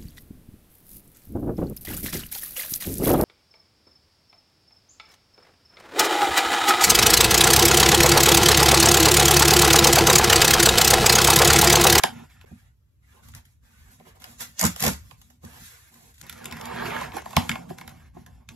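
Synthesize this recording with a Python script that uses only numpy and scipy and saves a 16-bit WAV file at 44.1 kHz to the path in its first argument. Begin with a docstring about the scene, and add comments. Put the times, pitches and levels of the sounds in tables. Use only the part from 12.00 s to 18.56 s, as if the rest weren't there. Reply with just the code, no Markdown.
"""A table in a small furnished room: hands work on a flat cardboard mailer near a two-port microphone.
Fingers rub and tap the board, a perforated strip is ripped in two pulls, then a sleeve is dragged
out of the folds and comes free with a snap. Fracture and stick-slip friction excite the board's
heavily damped modes; panel and table boom below, and breaking fibres crackle on top."""
import sys
import numpy as np
from scipy import signal
from scipy.fft import rfft, irfft, next_fast_len
from scipy.io import wavfile
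from scipy.ndimage import uniform_filter1d

SR = 44100
rng = np.random.default_rng(int(sys.argv[2]) if len(sys.argv) > 2 else 0)


def store_wav(level_fs):
    """Save 16-bit WAV to argv[1]."""
    pcm = np.round(np.clip(np.atleast_2d(level_fs), -1, 1) * 32767)
    wavfile.write(sys.argv[1], SR, pcm.T.astype(np.int16))


N = 289119

# Perforation bridges breaking; all table levels are relative: (time [s], crack [dB], thud [dB])
BRIDGES = [(2.593, -12, -44), (2.598, -18.5, -48.5), (2.6118, -4.5, -23), (2.628, -11.5, -8),
           (2.639, -7, -17), (2.651, -7.5, -5.5), (2.665, -8, -27), (2.673, -21.5, -57),
           (2.685, -26.5, -49), (2.797, -19.5, -49), (2.804, -13.5, -31), (2.824, -9.5, -17.5),
           (2.838, -9.5, -9.5), (2.8498, -13, -35), (2.864, -6.5, -0.5), (2.879, -8, -10)]
# Crack of one bridge: (frequency [Hz], spectral level [dB])
TEAR_SPECTRUM = [(880, -29.5), (1500, -6), (1830, 3.5), (2660, -4.5), (3600, -8.5), (5000, 1), (6700, 6.5),
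                 (9220, 1), (12000, 6.5), (15600, -7.5), (16300, -42)]
def tearing():
    """Tensile fracture: each bridge stretches, breaks and knocks the board in step with its crack."""
    times, crack_db, thud_db = np.transpose(BRIDGES)
    pan_db = 5 * rng.standard_normal(len(times))
    events = np.c_[times, crack_db, crack_db - 21.5, crack_db - 23, crack_db - 14, thud_db, pan_db]
    return blows(events, TEAR_SPECTRUM, rise_s=0.0083, push_t60=0.00063,
                 crack_t60=0.0098, shake_t60=0.006, quicken=0.04)


# Snaps and taps: (time [s], crack [dB], low knock [dB], middle knock [dB], high knock [dB],
# thud [dB], left over right [dB])
SNAP_EVENTS = [(0.0365, 2.5, -7.5, -7.5, -14, -8, -3.5), (0.412, -50, -53.5, -43, -42.5, -62.5, -1.5),
               (1.285, -40, -54, -70, -74, -59, -3.5), (1.318, -49, -65, -62, -65, -65, 1),
               (1.337, -51, -65, -39, -43, -61.5, -11), (1.349, -31.5, -49, -52, -58, -50, 4),
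               (1.4523, -48.5, -74.5, -57, -52, -39, -2), (1.9984, -73, -43.5, -56.5, -46.5, -42, -5.5),
               (2.2, -42.5, -52.5, -61.5, -62, -30, 1), (2.2195, -41, -56, -37, -48, -53, -9.5),
               (2.2409, -29, -51, -39.5, -33.5, -64, 4), (2.4065, -26.5, -45.5, -33.5, -50, -65.5, -27),
               (2.7616, -19.5, -31, -53.5, -56, -48.5, -1), (2.9328, -24, -34, -65, -59, -35.5, 3.5),
               (3.1105, -49.5, -36, -45, -38.5, -36, -11), (3.215, -39.5, -57, -74, -64, -54, 1),
               (3.3014, -47.5, -50, -57.5, -69, -43, -7), (3.449, -34.5, -57.5, -65, -71, -26, -2),
               (3.9404, -41, -60, -70, -68, -42, 5), (3.957, -60, -49, -51.5, -63, -46, -6),
               (4.141, -46.5, -79.5, -76, -75, -60, 1), (4.154, -60, -79, -72, -75, -60, -3),
               (4.18, -45, -71, -75, -75, -56, 1), (4.1949, -52, -71, -73.5, -75, -52, -0.5),
               (4.2127, -30, -56.5, -60, -55, -60.5, 5), (4.239, -46, -46, -45, -58, -62, -1),
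               (4.2652, -40, -76, -62, -63, -66, 9), (4.2961, -21.5, -44, -37, -31.5, -47, -5),
               (4.3259, -28, -46.5, -35.5, -42.5, -33, 1), (4.377, -40, -58, -60, -60, -60, -1),
               (4.387, -48, -60, -52, -58, -60, -3), (4.4428, -29.5, -54, -44.5, -48.5, -48, 0.5),
               (4.4558, -18.5, -42, -44, -29.5, -41, 2.5), (4.5115, -28.5, -33.5, -39, -55.5, -46, 6),
               (4.524, -26.5, -37, -28.5, -28.5, -17, -3), (4.567, -35, -36, -35, -43, -50, -4),
               (4.5955, -44, -52.5, -59, -59, -40, -13), (4.612, -28.5, -56, -64, -64, -48, 5),
               (4.6553, -22.5, -57, -60, -60, -49, -2), (4.6665, -40, -39, -64.5, -64, -45, 16),
               (4.855, -37, -34, -23, -36.5, -42, -6.5), (4.964, -47.5, -26.5, -21, -35.5, -45, -7.5),
               (5.012, -27, -19, -34, -36.5, -48.5, 0), (5.119, -42.5, -36.5, -45.5, -36, -53, 6.5),
               (5.1673, -28, -38.5, -39.5, -43.5, -29.5, 0), (5.181, -39, -31, -32.5, -48.5, -43.5, 4.5),
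               (5.218, -41, -37, -55, -64, -48.5, 12), (5.258, -35.5, -25.5, -36, -45, -35, -0.5),
               (5.3067, -33, -32, -42.5, -44.5, -40, 1), (5.3303, -38, -31, -41.5, -38.5, -47, -10),
               (5.3665, 0.5, -6, -15, -10, -17, -4), (5.4931, -8, -23, -18, -16.5, -5.5, 2.5),
               (5.5145, -27, -36.5, -32, -21, -10, -6.5), (5.5545, -36.5, -25, -28.5, -31, -40.5, -2),
               (5.7015, -58.5, -40, -41, -40.5, -20.5, -3), (5.7841, -34, -40, -36, -37.5, -63.5, 0.5),
               (5.8115, -36.5, -35.5, -37.5, -39, -38, -2), (5.877, -31.5, -33.5, -38, -40.5, -47, -4),
               (5.8914, -41.5, -60, -62, -56, -53, 30), (6.1714, -74, -59, -50, -65, -60, -6),
               (6.2623, -41.5, -45.5, -43, -45.5, -54.5, -2.5), (6.4886, -30, -63.5, -42, -31.5, -50, -2)]
def snapping():
    """Impulsive excitation: taps and sudden releases load the board within milliseconds."""
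    return blows(SNAP_EVENTS, FIBRE_SPECTRUM, rise_s=0.0016, push_t60=0.0015,
                 crack_t60=0.028, shake_t60=0.015, quicken=0.49)


# Board modes in three groups: (frequency [Hz], level [dB], t60 [s])
LOW_MODES = [(349.4, -5.5, 0.043), (376.6, -4, 0.048), (467, -5, 0.046), (542.5, -2.5, 0.029),
             (663, 1, 0.019), (769, 0.5, 0.031), (892, -1, 0.026), (993, 2, 0.021), (1047.6, -1, 0.034),
             (1207, -11.5, 0.038)]
MID_MODES = [(1312, -3, 0.0077), (1480, -1, 0.01), (1606, -0.5, 0.011), (1830, 0, 0.0048)]
HIGH_MODES = [(2184, -5, 0.013), (2520, -2.5, 0.0056), (2840, -4.5, 0.0073), (3370, -4.5, 0.005),
              (4250, -3, 0.0026), (5100, -8, 0.003)]
def blows(events, spectrum, rise_s, push_t60, crack_t60, shake_t60, quicken):
    """Impact response: fibres crack and modes ring. Returns that sound and the push on the panel."""
    times, crack_db, low_db, mid_db, high_db, thud_db, pan_db = np.transpose(events)
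    crack_t60 = crack_t60 * from_db(quicken * (-36 - crack_db))   # a louder crack is shorter
    fibres = rng.standard_normal(N) + 0.77 * rms_one(grains(5100, spread_db=-2))
    sound = bursts(times, crack_db - 5.5, rise_s, crack_t60, pan_db) * coloured(fibres, spectrum)
    sharp = signal.butter(2, 820, "high", fs=SR)   # a sharp blow shakes the lowest modes little
    for level_db, t60, modes in [(low_db - 23.5, shake_t60, LOW_MODES),
                                 (mid_db - 17.5, 0.77 * shake_t60, MID_MODES),
                                 (high_db - 15.5, 0.78 * shake_t60, HIGH_MODES)]:
        shake = bursts(times, level_db, rise_s, t60, pan_db) * rng.standard_normal(N)
        contact = 2.38 * bursts(times, level_db, 3 / SR, 0.00053, pan_db)   # hard and one-sided
        sound = sound + ring(signal.lfilter(*sharp, shake + contact), modes)
    return sound, bursts(times, thud_db - 42, rise_s, push_t60)[0]


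# Soft bumps: (time [s], push [dB], contact t60 [s], knock [dB])
SOFT_BUMPS = [(0.436, -50, 0.028, -59), (0.513, -19.5, 0.0028, -54.5), (2.003, -45, 0.01, -53),
              (2.644, -27, 0.0069, -28), (2.865, -31, 0.0022, -26), (3.435, -23, 0.0043, -42),
              (3.607, -32, 0.016, -73), (4.748, -22.5, 0.0037, -40.5), (5.366, -0.5, 0.011, -38),
              (5.387, -15, 0.0039, -39), (5.516, -33.5, 0.0097, -40), (5.704, -41.5, 0.012, -33),
              (6.164, -52, 0.0034, -41)]
def bumping():
    """Compliant impact: a soft contact drives mainly low modes. Returns knocks and panel push."""
    times, push_db, contact_t60, knock_db = np.transpose(SOFT_BUMPS)
    dull_noise = signal.lfilter(*signal.butter(2, 461.2, fs=SR), rng.standard_normal(N))
    force = bursts(times, knock_db - 7.5, 0.017, contact_t60) * dull_noise
    return ring(force, LOW_MODES), bursts(times, push_db - 38.5, 0.003, contact_t60)[0]


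# Finger rubs: (start [s], end [s], rustle [dB], low drag [dB], high drag [dB], boom [dB], change [dB])
FINGER_STROKES = [(0.0, -0.002, -37, -38, -33.5, -54, -1.5), (0.043, 0.085, -40.5, -42, -43.5, -49.5, -8),
                  (0.087, 0.236, -54, -49.5, -55, -47, -1), (0.297, 0.464, -61.5, -65.5, -60, -62, -5.5),
                  (0.472, 0.68, -63, -69, -63, -80, -7.5), (1.029, 1.13, -72.5, -84, -73.5, -78, 11),
                  (1.15, 1.226, -59, -57, -63.5, -68, -9), (1.234, 1.305, -55.5, -68, -63, -58.5, -4),
                  (1.362, 1.374, -50.5, -54, -55.5, -55, -2), (1.445, 1.535, -68.5, -81, -83.5, -89, 0),
                  (1.639, 1.902, -65.5, -73.5, -67.5, -71, 4), (1.916, 1.951, -50.5, -64.5, -79, -61, -4),
                  (1.991, 2.055, -61.5, -68, -65.5, -55, -5.5), (2.055, 2.087, -60, -59, -59.5, -64, 5),
                  (2.155, 2.153, -66.5, -60.5, -69.5, -76, 7), (2.216, 2.28, -54.5, -56, -57, -73, 2.5),
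                  (2.289, 2.37, -50.5, -54, -76, -53, -8.5), (2.412, 2.423, -29, -43.5, -53.5, -47.5, -2.5),
                  (2.439, 2.57, -45, -64, -60, -52.5, -17.5), (3.044, 3.125, -60, -68.5, -93, -64.5, 2.5),
                  (3.179, 3.356, -61.5, -77, -97, -61.5, -5), (3.436, 3.581, -53.5, -61.5, -61, -64.5, 6),
                  (3.593, 3.66, -47, -77.5, -63.5, -82, 2), (3.671, 3.887, -49, -64.5, -58.5, -106, -6.5),
                  (3.92, 4.1, -55.5, -63, -68, -60.5, -2), (4.149, 4.235, -63.5, -86, -91, -83, 10.5),
                  (5.136, 5.173, -51, -39.5, -48, -62, 7), (5.242, 5.37, -55.5, -53, -55.5, -54, 3.5),
                  (5.39, 5.512, -41, -40.5, -48, -43, -9), (5.524, 5.7, -48, -39, -50.5, -38.5, -17),
                  (5.697, 5.746, -50, -49.5, -53, -36, -13), (5.778, 5.867, -54.5, -49.5, -64, -50.5, -4),
                  (5.865, 6.078, -56, -53, -57, -49.5, -10), (6.149, 6.218, -64, -59, -66, -52, 0.5),
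                  (6.275, 6.43, -67, -59.5, -70, -56.5, -6.5), (6.496, 6.57, -61, -62, -79.5, -49, 0.5)]
# Two strip pulls and the sleeve's slide: (time [s], rustle [dB], low drag [dB], high drag [dB], boom [dB])
STRIP_PULLS = [
    [(2.585, -48, -60.5, -64.5, -64.5), (2.595, -24.5, -50.5, -55.5, -64), (2.637, -35.5, -23.5, -32, -30),
     (2.655, -21, -35, -25, -19), (2.683, -33, -50.5, -44.5, -42), (2.74, -46.5, -77.5, -60.5, -81)],
    [(2.76, -44.5, -60, -55, -56.5), (2.784, -43.5, -66, -58.5, -79), (2.826, -26.5, -34, -38, -30),
     (2.884, -30.5, -26.5, -27.5, -30), (2.906, -39, -45.5, -50.5, -33.5), (3.04, -66, -102.5, -71, -97)],
]
SLEEVE_SLIDE = [(4.23, -83, -49, -54, -53.5), (4.29, -52, -57.5, -58, -56),
                (4.412, -56.5, -44.5, -51.5, -53), (4.536, -53.5, -47.5, -48, -45),
                (4.684, -48, -38, -43.5, -48.5), (4.78, -48.5, -36, -40, -38),
                (4.862, -40.5, -33, -34, -43.5), (4.932, -45, -30, -35.5, -41),
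                (5.028, -42, -34.5, -36.5, -44.5), (5.11, -59.5, -48.5, -55, -49)]
RISE_DB_PER_S, FALL_DB_PER_S = 905.5, 346.5
def hand_work():
    """Upper envelope: the loudest gesture sets each level of rustle, low drag, high drag and boom."""
    t = np.arange(0, N / SR, .002)
    strokes = [[(start, *levels), (end, *np.add(levels, change_db))]
               for start, end, *levels, change_db in FINGER_STROKES]
    loudest_db = np.full((4, len(t)), -150.)
    for gesture in [*strokes, *STRIP_PULLS, SLEEVE_SLIDE]:
        times, *levels = np.transpose(gesture)
        fade_db = RISE_DB_PER_S * np.maximum(times[0] - t, 0)
        fade_db += FALL_DB_PER_S * np.maximum(t - times[-1], 0)
        loudest_db = np.maximum(loudest_db, [np.interp(t, times, level) - fade_db for level in levels])
    return in_time(np.c_[t, loudest_db.T])


def drag(level_db, modes, soft_hz):
    """Stick-slip friction along the corrugation drives board modes through a soft contact."""
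    slips = rms_one(grains(500 * from_db(4 * drift(30)), spread_db=4))
    force = signal.lfilter(*signal.butter(1, soft_hz, fs=SR), slips + 2.1 * rng.standard_normal(N))
    return from_db(level_db + 1.5 * drift(25)) * rms_one(ring(force, modes, grip_db=2.2))


# Paper fibres: (frequency [Hz], spectral level [dB])
FIBRE_SPECTRUM = [(300, -41), (1200, -1), (3000, -0.5), (4000, 0), (5500, 0), (7000, 3), (9200, 2.5),
                  (11500, 1.5), (13500, 1.5), (15600, -0.5), (16500, -39.5)]
def rustle(level_db):
    """Friction noise: fibres catch and let go in clumps of clicks over a smooth brushing."""
    crackle = rms_one(grains(2500 * from_db(5 * drift(28)), spread_db=2.5))
    envelope = from_db(level_db + 1.5 * drift(5.7))
    return envelope * coloured(0.6 * crackle + rng.standard_normal(N), FIBRE_SPECTRUM)


# Whole-panel and table modes: (frequency [Hz], level [dB], t60 [s])
PANEL_MODES = [(71.3, -15.5, 0.19), (99, -7.5, 0.063), (121, -3.5, 0.029), (184.5, -0.5, 0.08),
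               (201.4, -3, .08), (233, -9, 0.12), (273, -7, 0.059), (300.3, -3.5, 0.015)]
def panel_boom(push, flex_db):
    """Forced vibration: pushes make the panel thud, and uneven hand pressure keeps it booming."""
    envelope = from_db(flex_db + drift(22))
    flexing = rms_one(ring(grains(300, spread_db=1), PANEL_MODES[2:]))
    return ring(push, PANEL_MODES) + envelope * flexing


# Left port's lead in the middle stretch, outside it, and its spread: (frequency [Hz], phase [rad])
MIDDLE_LEAD = [(0, 0), (1030, -1.1), (1290, -2.5), (1980, -0.2), (2240, 3.2), (2760, 3.8), (6980, 0.1),
               (8010, -3.9), (9730, -2.7), (11300, -0.3), (12900, 0.4), (14000, 3.2), (15800, 3.2),
               (16500, 2.4)]
OUTER_LEAD = [(0, 0), (120, -.2), (200, -.5), (300, -1.3), (420, -2.4), (650, -3.7), (900, -5.8),
              (2500, -6.9), (4000, -7.2), (7000, -5), (8000, -4.1), (8600, -3.2), (9800, -3), (10900, -.5),
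              (11500, 0), (12600, .1), (13600, 3.1), (16500, 3.1)]
LEAD_SPREAD = [(100, .2), (200, .4), (300, 1.3), (700, 1.4), (1200, 1.1), (2500, 1.1), (4000, 1.4),
               (7000, 1.4), (8400, .4), (16000, .35)]
MIDDLE_FROM_S, MIDDLE_TO_S = 0.454, 4.224   # the stereo image changes at these two times
HOLD_S = 0.055   # time the mailer keeps one attitude
def ports(x, scatter_ms, lead_band_hz, middle_spread):
    """Scattering: nearby surfaces delay each band; the lead between ports shifts as the mailer turns."""
    size = next_fast_len(N + 4096)
    hz, t, out = np.fft.rfftfreq(size, 1 / SR), np.arange(N) / SR, 0
    attitude = rng.integers(0, 4, round(N / SR / HOLD_S) + 1)[(t / HOLD_S).astype(int)]
    attitude += 4 * ((t < MIDDLE_FROM_S) | (t > MIDDLE_TO_S))   # 0-3 in the middle stretch, else 4-7
    for k, (smear, turn) in enumerate(zip(rng.random((8, 80)), rng.standard_normal((8, 600)))):
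        crossfade = np.sqrt(np.clip(uniform_filter1d((attitude == k) * 1., size=2000), 0, 1))
        delay_s = np.interp(hz / 300, np.arange(80), smear) * scatter_ms / 1000   # 300 Hz bands
        mean_lead, spread = (MIDDLE_LEAD, middle_spread) if k < 4 else (OUTER_LEAD, 0.75)
        wander = np.interp(hz, *np.transpose(LEAD_SPREAD))
        wander *= np.interp(hz / lead_band_hz, np.arange(600), turn)
        lead = np.interp(hz, *np.transpose(mean_lead)) + spread * wander
        phase = lead * [[.5], [-.5]] - 2 * np.pi * np.cumsum(delay_s) * hz[1]
        out = out + irfft(rfft(x * crossfade, size) * np.exp(1j * phase), size)
    return out[:, :N]


def room(x, t60=0.17, wall_cut_hz=8800):
    """Reverberation: a diffuse tail builds up, decays exponentially and is dulled by the walls."""
    t = np.arange(SR // 2) / SR
    tail = rng.standard_normal(len(t)) * from_db(-60 * t / t60) * np.clip(t / 0.0014, 0, 1)
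    tail = signal.lfilter(*signal.butter(1, wall_cut_hz, fs=SR), tail)
    return signal.fftconvolve(x, rms_one(tail) / np.sqrt(len(t)))[:N]


# Table rumble: (frequency [Hz], spectral level [dB]) and (time [s], level [dB])
RUMBLE_SPECTRUM = [(12, -66.5), (20, -24), (55, -2.5), (65, 0.5), (85, 0), (124, -5), (188, -21.5),
                   (260, -27), (340, -43), (570, -120)]
RUMBLE_LEVELS = [(0.0, -53), (0.09, -51.5), (0.29, -56.5), (1.04, -63), (1.27, -52.5), (1.46, -58.5),
                 (1.71, -61.5), (1.81, -51), (1.95, -60.5), (2.17, -62.5), (2.33, -56.5), (2.68, -59),
                 (2.85, -51), (2.99, -49), (3.19, -55.5), (3.34, -62), (3.59, -47.5), (3.72, -61),
                 (4.01, -60.5), (4.98, -49), (5.42, -53), (5.98, -55), (6.35, -52.5), (6.55, -53)]
def table_rumble():
    """Structure-borne noise: a deep, wavering rumble, nearly coherent at the two ports."""
    level_db, = in_time(RUMBLE_LEVELS)
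    mid, side = coloured(rng.standard_normal((2, N)), RUMBLE_SPECTRUM)
    return from_db(level_db + 2.5 * drift(6)) * (mid + from_db(-12) * side * [[1], [-1]])


# Room hiss: (frequency [Hz], spectral level [dB]), and its overall level
AIR, AIR_DB = [(150, -32.5), (250, -9), (728, -19), (5470, -27), (8630, -24), (9250, -28),
               (16500, -22)], -75.5
def room_hiss():
    """Stationary noise: the floor of a quiet room."""
    return from_db(AIR_DB) * coloured(rng.standard_normal(N), AIR)


def ring(force, modes, grip_db=0):
    """Modal superposition: damped resonators of alternating sign, weighted by a shifting grip."""
    out, force = 0, force + 1e-18
    grip = from_db(grip_db * drift(12)) if grip_db else None
    for k, (hz, level_db, t60) in enumerate(modes):
        radius, angle = from_db(-60 / (t60 * SR)), 2 * np.pi * hz / SR
        drive = force * np.roll(grip, k * N // len(modes)) if grip_db else force
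        gain = (-1) ** k * from_db(level_db) * np.sin(angle)
        out = out + signal.lfilter([0, gain], [1, -2 * radius * np.cos(angle), radius ** 2], drive)
    return out


def bursts(times, levels_db, rise_s, t60s, pans_db=0):
    """Exponential growth and decay: a stereo envelope spanning 60 dB for each event."""
    out, rise = np.zeros((2, N + SR)), max(round(rise_s * SR), 1)
    events = np.broadcast(times, levels_db, np.clip(t60s, .0003, .3), np.clip(pans_db, -8, 8))
    for time, level_db, t60, pan_db in events:
        shape_db = np.r_[np.linspace(-60, 0, rise), np.linspace(0, -60, round(t60 * SR))]
        sides_db = np.array([[pan_db / 2], [-pan_db / 2]])
        start = round(time * SR) - rise * 5 // 6
        out[:, start:start + len(shape_db)] += from_db(level_db + shape_db + sides_db)
    return out[:, :N]


def grains(per_s, spread_db):
    """Poisson process: clicks of uneven size and sign."""
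    sizes = from_db(spread_db * np.minimum(rng.exponential(1, N), 5)) * rng.choice([-1, 1], N)
    return sizes * (rng.random(N) < per_s / SR)


def drift(corner_hz):
    """Random modulation: noise through a double one-pole low-pass, rms 1."""
    pole = np.exp(-2 * np.pi * corner_hz * 20 / SR)   # one step per 20 samples
    slow = signal.lfilter([1], [1, -2 * pole, pole ** 2], rng.standard_normal(N // 20 + 4002))[4000:]
    return np.interp(np.arange(N) / 20, np.arange(len(slow)), rms_one(slow))


def coloured(x, spectrum):
    """Spectral shaping over log frequency, rms 1."""
    hz, db = np.transpose(spectrum)
    size = next_fast_len(N)
    gain = from_db(np.interp(np.log(np.fft.rfftfreq(size, 1 / SR) + 1), np.log(hz), db))
    return rms_one(irfft(rfft(x, size) * gain, size)[..., :N])


def in_time(rows):
    """Linear interpolation of each column to one value per sample."""
    times, *columns = np.transpose(rows)
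    return [np.interp(np.arange(N) / SR, times, column) for column in columns]


def from_db(db):
    """Amplitude ratio of a level."""
    return 10 ** (np.asarray(db) / 20)


def rms_one(x):
    """Normalisation to rms 1."""
    return x / np.sqrt(np.mean(x ** 2) + 1e-20)


def panned(x, left_db):
    """Level difference of the left port against the right."""
    return x * from_db([[left_db], [0]])


def scene():
    """Superposition: each part of the mailer sounds from its own place and scatters in its own way."""
    rustle_db, low_db, high_db, flex_db = hand_work()
    snaps, snap_push = snapping()
    rips, rip_push = tearing()
    knocks, bump_push = bumping()
    impacts = snaps + rips + knocks
    boom = panel_boom(snap_push + rip_push + bump_push, flex_db)
    fibres = panned(rustle(rustle_db), -1.5)
    rubbing = panned(drag(low_db, LOW_MODES, soft_hz=2930), -6.5)
    rubbing += panned(drag(high_db, MID_MODES + HIGH_MODES, soft_hz=2610), -2.5)
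    rumble, hiss = table_rumble(), room_hiss()
    tail = from_db(-8) * room((impacts + fibres + rubbing).mean(axis=0) + 0.79 * boom)
    near = ports(impacts, scatter_ms=0.8, lead_band_hz=300, middle_spread=1)
    # Sound from many places changes its lead within narrower bands.
    near += ports(fibres + hiss + tail, scatter_ms=2.2, lead_band_hz=40, middle_spread=1.9)
    near += ports(rubbing + panned(boom, -2.5), scatter_ms=1.6, lead_band_hz=80, middle_spread=1.9)
    return near + rumble


# The level dips briefly: (time [s], half width [s], gain [dB])
LEVEL_DIPS = [(0.455, 0.0023, -38), (4.224, 0.0015, -50.5)]
def record(dry):
    """Band limiting and soft saturation: bass and treble fall off, peaks round, the level dips twice."""
    wet = signal.sosfilt(signal.butter(1, 14800, fs=SR, output="sos"), dry)
    wet = signal.sosfilt(signal.butter(4, 42, "high", fs=SR, output="sos"), wet)
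    wet = .9 * np.tanh(wet / .9)
    t = np.arange(N) / SR
    wet *= from_db(sum(db * np.exp(-((t - time) / width) ** 2) for time, width, db in LEVEL_DIPS))
    return signal.sosfilt(signal.cheby2(12, 70, 17000, fs=SR, output="sos"), wet)


dry = scene()
out = record(dry)
store_wav(out)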